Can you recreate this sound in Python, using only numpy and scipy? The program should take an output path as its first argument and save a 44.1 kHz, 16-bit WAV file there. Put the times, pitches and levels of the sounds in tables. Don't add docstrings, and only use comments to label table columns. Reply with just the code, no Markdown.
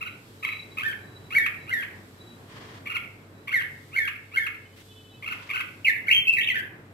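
import sys
import numpy as np
from scipy import signal
from scipy.fft import rfft, irfft, next_fast_len
from scipy.io import wavfile
from scipy.ndimage import uniform_filter1d, map_coordinates

SR = 44100
rng = np.random.default_rng(int(sys.argv[2]) if len(sys.argv) > 2 else 0)


def to_wav(sig):
    pcm = np.clip(np.atleast_2d(sig), -1, 1) * 32767
    pcm = np.round(pcm).astype(np.int16)
    wavfile.write(sys.argv[1], SR, pcm.T)


N = 305613


def amp(db):
    return 10 ** (np.asarray(db) / 20)


def unit(x):
    return x / np.sqrt(np.mean(x ** 2) + 1e-20)


def along(points, hz):
    f, v = np.transpose(points)
    return np.interp(np.log(hz + 1), np.log(f + 1), v)


def curve(rows):
    return np.interp(np.arange(N) / SR, *np.transpose(rows))


def wobble(rate):
    knots = rng.standard_normal(int(N * rate / SR) + 4)
    return map_coordinates(knots, [np.arange(N) * rate / SR])


def filtered(x, response):
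    m = next_fast_len(N + SR // 2)
    return irfft(rfft(x, m) * response(np.fft.rfftfreq(m, 1 / SR)), m)[..., :N]


def noise(spectrum):
    return unit(filtered(rng.standard_normal((2, N)), lambda hz: amp(along(spectrum, hz))))


def gate(t, start, end, edge):
    ramp = np.clip(np.minimum(t - start, end - t) / edge + .5, 0, 1)
    return np.sin(np.pi / 2 * ramp) ** 2


def swells(rows, edge):
    t = np.arange(N) / SR
    return sum(amp(db) * gate(t, s, s + length, edge) for s, length, db in rows)


def phase_of(hz):
    return 2 * np.pi * np.cumsum(hz) / SR


# frequency in Hz, relative level in dB per Hz.
STREET_COLOUR = [(25, -31), (45, -16), (70, -11), (88, -5.5), (110, 4), (160, -2.5), (315, -2), (500, -9.5),
                 (800, -13), (1700, -15), (2600, -21), (3400, -33.5), (5000, -48)]
# frequency in Hz, likeness from -1 to 1.
STREET_LIKENESS = [(60, 0.99), (180, 0.95), (550, 0.7), (1650, -0.3), (5000, -0.4)]
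TRAFFIC_DB, TRAFFIC_DRIFT_DB = -51.5, -1.5


def traffic_rumble(flutter_db=1):
    turn = lambda hz: np.arccos(np.clip(along(STREET_LIKENESS, hz), -1, 1)) / 2
    shares = lambda hz: np.array([np.cos(turn(hz)), np.sin(turn(hz))])
    mid, side = filtered(noise(STREET_COLOUR), shares)
    level_db = TRAFFIC_DB + TRAFFIC_DRIFT_DB * wobble(1) + flutter_db * wobble(14)
    return unit(np.array([mid + side, mid - side])) * amp(level_db)


# middle pitch in Hz, middle rms level in dB.
HUM_TONES = [(48.5, -72.5), (97.5, -56), (436, -64), (552, -71.5)]


def motor_hum(waver_db=0.84, waver_hz=1.57):
    hum = 0
    for hz, db in HUM_TONES:
        level = np.sqrt(2) * amp(db + waver_db * wobble(13))
        hum = hum + level * np.sin(phase_of(hz + waver_hz * wobble(6.8)))
    return hum


DRONE_S, DRONE_DB, DRONE_HALF_S = 3.72, -53.5, 0.23


def low_drone(drone_hz=140):
    t = np.arange(N) / SR
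    swell = 1 / (1 + ((t - DRONE_S) / DRONE_HALF_S) ** 2)
    tone = np.sin(phase_of(drone_hz * (1 + 0.021 * wobble(25))))
    return swell * amp(DRONE_DB + 3 * wobble(23)) * tone


# frequency in Hz, relative level in dB per Hz.
HISS_COLOUR = [(1500, -13.5), (3300, 4.5), (5000, 0), (6500, -4.5), (7700, -0.5), (10000, -7),
               (13000, -2.5), (15700, -19)]
# time in seconds, rms level in dB.
HISS_LOUDNESS = [(0, -63.5), (.3, -58), (1.15, -61.5), (2.05, -60), (2.9, -61.5), (3.35, -65), (3.84, -59),
                 (4.2, -63), (4.7, -63.5), (4.86, -57.5), (5.1, -63), (5.7, -59.5), (6.5, -67)]


def background_hiss():
    return amp(curve(HISS_LOUDNESS)) * noise(HISS_COLOUR)


def fading(pulsing_db, fading_db=3):
    return amp(fading_db * np.array([wobble(5.1), wobble(30)]) + pulsing_db * wobble(65))


# start in seconds, length in seconds, level in dB.
HORN_BLASTS = [(4.62, 0.28, -71), (4.89, .33, -59)]
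# multiple of the base pitch, relative level in dB.
HORN_TONES = [(6, -11), (7, 1), (8, -5), (9, -11)]


def far_horn(horn_hz=432.0, pulsing_db=6.0):
    phase = phase_of(horn_hz * (1 + 0.000936 * wobble(30)))
    tone = sum(amp(db) * fading(pulsing_db) * np.sin(round(k) * phase) for k, db in HORN_TONES)
    return swells(HORN_BLASTS, edge=0.063) * tone


# start in seconds, length in seconds, level in dB before it pulses.
SQUEALS = [(0, 0.16, -58.5), (.42, 0.23, -52), (.68, .17, -61), (1.0, 0.3, -60), (1.58, 0.22, -64),
           (2.19, 0.18, -57), (3.34, 0.17, -70)]
SQUEAL_WAVER = .004


def far_squeal(squeal_hz=3925, pulsing_db=5):
    tone = np.sin(phase_of(squeal_hz * (1 + SQUEAL_WAVER * wobble(200))))
    return swells(SQUEALS, edge=0.11) * fading(pulsing_db) * tone


# start in seconds, length in seconds, level in dB before the grain.
HOARSE_SWELLS = [(2.5, 0.29, -48), (5.3, .33, -49.5)]
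# frequency in Hz, relative level in dB per Hz.
HOARSE_TONE = [(200, -50), (600, -2), (850, -6), (1030, 4.5), (1400, -5.5), (1850, 1.5), (2600, -7),
               (3200, -3), (3600, -8.5), (4500, -10.5), (7000, -19), (15000, -38)]


def hoarse_noise(grain_db=2):
    return swells(HOARSE_SWELLS, edge=0.14) * amp(grain_db * wobble(90)) * noise(HOARSE_TONE)


# start in seconds, length in seconds, rms level in dB.
RUFFLES = [(4.765, 0.06, -52.5)]
# frequency in Hz, relative level in dB per Hz.
FEATHER_COLOUR = [(200, -7), (300, 15), (700, -12), (2000, 9), (4200, 1), (7000, -6), (15000, -11)]


def feathers():
    return swells(RUFFLES, edge=0.017) * noise(FEATHER_COLOUR)


# start in seconds, top pitch in Hz, level in dB before the swell.
CHIP_NOTES = [(.008, 1361, -29), (.051, 1471, -33), (.427, 1285, -27.5), (.465, 1329, -28.5),
              (.512, 1302, -29.5), (.771, 1304, -27), (2.858, 1199, -26.5), (2.896, 1420, -28),
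              (2.940, 1424, -25.5), (3.475, 1178, -28), (5.225, 1201, -30.5), (5.26, 1421, -30),
              (5.301, 1493, -27), (5.492, 1221, -27.5), (5.535, 1520, -24.5), (5.577, 1582, -26)]
CHIP_S, CHIP_HZ, CHIP_STRETCH = .028, 1344, 1.8
REST_HZ, CHIP_FALL = 1069, 1.2


def chips(u, rise_octaves=0.28, crest=0.35, swell_db=6):
    for s, hz, db in CHIP_NOTES:
        length = CHIP_S * (hz / CHIP_HZ) ** CHIP_STRETCH
        fall = CHIP_FALL * np.log2(hz / REST_HZ)
        climbing = rise_octaves * (1 - u / crest) ** 2
        falling = fall * ((u - crest) / (1 - crest)) ** 2
        sag = np.where(u < crest, climbing, falling)
        yield s + length * u, hz * 2 ** -sag, db + swell_db * (u - 1.5)


def slide(u, s, length, from_hz, to_hz, from_db, to_db):
    return s + length * u, from_hz * (to_hz / from_hz) ** u, from_db + (to_db - from_db) * u


MAIN_CALLS = [(.840, 0.037, 0.046, 0.033, 1800, 1595, -36.5, -27, -31, -35),
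              (1.351, .046, 0.033, .074, 2275, 1890, -38.5, -15, -25.5, -25),
              (1.709, .040, 0.028, .085, 2113, 1900, -49, -26.5, -27.5, -34),
              (3.529, 0.024, 0.02, 0.058, 2206, 2060, -39.5, -21, -21.5, -30),
              (3.961, .043, .029, .084, 2255, 1860, -51, -21, -26.5, -26),
              (4.368, 0.052, 0.019, 0.077, 2194, 1860, -50, -18, -27, -29.5)]
RUN_FROM_HZ, RUN_TO_HZ, RUN_TO_DB = 1080, 1629, -31
CREST_ARCH_OCT, CREST_PEAK, CREST_SWELL_DB = .11, 0.9, 8
GLIDE_TO_HZ, GLIDE_FADE_DB = 1555, 11
FLICK_S, FLICK_TO_HZ = .016, 960


def calls(u):
    for (s, run_s, crest_s, glide_s, crest_hz, glide_hz,
         run_db, crest_db, glide_db, flick_db) in MAIN_CALLS:
        run = slide(u, s - run_s, run_s, RUN_FROM_HZ, RUN_TO_HZ, run_db, RUN_TO_DB)
        arch_hz = crest_hz * 2 ** (-CREST_ARCH_OCT * (2 * u - 1) ** 2)
        swell_db = crest_db - CREST_SWELL_DB * (u / CREST_PEAK - 1) ** 2
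        crest = (s + crest_s * u, arch_hz, swell_db)
        end_db = glide_db - GLIDE_FADE_DB
        glide = slide(u, s + crest_s, glide_s, glide_hz, GLIDE_TO_HZ, glide_db, end_db)
        flick_start = s + crest_s + glide_s
        t, hz, db = slide(u, flick_start, FLICK_S, GLIDE_TO_HZ, FLICK_TO_HZ, end_db, end_db)
        flick = (t, hz, db + (flick_db - end_db) * np.sin(np.pi * u))
        yield np.hstack([run, crest, glide, flick])


# start in seconds, length in seconds,
# first and last pitch in Hz, first and last level in dB.
PLAIN_WHISTLES = [(5.874, .035, 2260, 1700, -18, -26), (6.069, .010, 1430, 1600, -43, -29),
                  (6.083, .019, 2294, 1823, -20, -26.5), (6.129, 0.065, 3207, 3105, -19, -23),
                  (6.271, 0.02992, 2608, 2670, -21, -14.5), (6.325, 0.028, 2618, 2630, -23, -22.5),
                  (6.502, .024, 2052, 1931, -20.5, -33.5), (6.537, .016, 1406, 1608, -37, -26.5),
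                  (6.556, 0.053, 1850, 1523, -30, -29.5)]
# start in seconds, length in seconds, first and last pitch in Hz,
# first and last level in dB, pitch swing to each side in octaves, swings a second.
FAST_WARBLES = [(5.848, .024, 2783, 2225, -22.5, -23.5, 0.15, 170),
                (6.103, .028, 2340, 2717, -21, -13, .22, 98),
                (6.367, .034, 2150, 2122, -24, -23.5, 0.19, 88),
                (6.41, 0.038, 2573, 3039, -22.5, -33.5, .33, 87),
                (6.472, 0.027, 2600, 2843, -26, -29, .22, 55)]


def closing_phrase(u):
    for row in PLAIN_WHISTLES:
        yield slide(u, *row)
    for *row, swing, rate in FAST_WARBLES:
        t, hz, db = slide(u, *row)
        yield t, hz * 2 ** (swing * np.sin(2 * np.pi * rate * (t - t[0]))), db


def gestures(edge=0.0055):
    t = np.arange(N) / SR
    u = np.linspace(0, 1, 64)
    notes = sorted([*chips(u), *calls(u), *closing_phrase(u)], key=lambda note: note[0][0])
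    times, pitches, _ = np.hstack(notes)
    pitch = np.interp(t, np.maximum.accumulate(times), pitches)
    loud = np.zeros(N)
    for s, _, db in notes:
        on = slice(max(int((s[0] - edge) * SR), 0), int((s[-1] + edge) * SR))
        loud[on] += amp(np.interp(t[on], s, db)) * gate(t[on], s[0], s[-1], edge)
    return uniform_filter1d(pitch, size=110), uniform_filter1d(loud, size=110)


# frequency in Hz, gain in dB.
THROAT_GAIN = [(900, -38.5), (1200, -14.5), (1450, -5), (1750, -2), (2300, 4.5), (2750, 4), (3200, -7),
               (3700, -15), (4400, -18), (5500, -23), (8300, -24), (9700, -30), (11300, -10.5),
               (13200, -16.5), (15000, -39)]
# frequency in Hz, relative level in dB per Hz.
RASP_COLOUR = [(2500, -0.5), (4500, 13), (6000, -3.5), (7800, 0.5), (9500, -13), (11200, -1), (13000, 6),
               (14200, -16), (15500, -36)]


def bulbul(jitter=0.00616, shimmer_db=3.5, overtone_db=-9, tilt_db=-4, rasp_db=-31, purity_db=-10,
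           pure_hz=2200, rough=0.47, slack_hz=1750, count=11):
    pitch, loud = gestures()
    pitch = pitch * (1 + jitter * wobble(350))
    phase = phase_of(pitch)
    k = np.arange(1, count + 1)[:, None]
    clean_db = purity_db * np.log2(np.maximum(pitch / pure_hz, 1))
    source_db = (k > 1) * (overtone_db + clean_db + tilt_db * np.log2(k / 2))
    weights = amp(along(THROAT_GAIN, k * pitch) + source_db) * (k * pitch < SR / 2)
    harmonics = (weights * np.sin(k * phase)).sum(0)
    tone = np.sqrt(2) * harmonics / np.linalg.norm(weights, axis=0)
    slack = np.clip(2 * np.log2(slack_hz / pitch), 0, 1)
    rough_tone = filtered(tone * wobble(1800), lambda hz: amp(along(THROAT_GAIN, hz)))
    rattle = rough * slack * unit(rough_tone)
    rasp = amp(rasp_db + clean_db) * noise(RASP_COLOUR)[0] * (1 + np.sin(phase))
    return loud * amp(shimmer_db * wobble(280)) * (tone + rattle + rasp)


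# frequency in Hz, time in seconds to die away by 60 dB.
YARD_RINGING = [(500, 0.27), (2200, 0.55), (5000, 0.21), (13000, 0.54)]
# frequency in Hz, lead in radians.
LEFT_LEAD = [(0, -7), (860, 0), (1750, 4.5), (2350, 6.5), (2650, 8), (4050, 12), (15300, 52)]


def courtyard(x, cage_db=-13, near_db=-9, near_t60=0.079, tail_db=-3.5, wall_s=.08, wall_db=-17):
    hz, t, z = signal.stft(rng.standard_normal((2, SR * 3 // 4)), SR, nperseg=256)
    decay = amp(-60 * t / along(YARD_RINGING, hz)[:, None])
    tail = signal.istft(z * decay, SR, nperseg=256)[1]
    t = np.arange(tail.shape[1]) / SR
    tail = tail * np.clip(t / 0.0024, 0, 1)
    near = rng.standard_normal((3, len(t))) * amp(-60 * t / near_t60) * (t > .003)
    near = near / np.linalg.norm(near[0])
    answer = amp(tail_db) * tail / np.linalg.norm(tail[0]) + amp(near_db) * near[:2]
    wet = signal.fftconvolve(x[None], answer, axes=1)[:, :N]
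    front = x + amp(cage_db) * signal.fftconvolve(x, near[2])[:N]
    echo = lambda f: 1 + amp(wall_db) * np.exp(-2j * np.pi * f * wall_s)
    halves = np.array([[.5], [-.5]])
    ports = lambda f: np.exp(1j * halves * np.interp(f, *np.transpose(LEFT_LEAD)))
    return wet + filtered(front, lambda f: echo(f) * ports(f))


def scene():
    background = traffic_rumble() + motor_hum() + low_drone() + background_hiss()
    background = background + far_horn() + far_squeal() + hoarse_noise()
    bird = courtyard(bulbul()) * amp([[-.4], [.4]])
    return background + feathers() + bird


TOP_HZ = 15780


def record(dry):
    return filtered(dry, lambda hz: hz < TOP_HZ)


dry = scene()
out = record(dry)
to_wav(out)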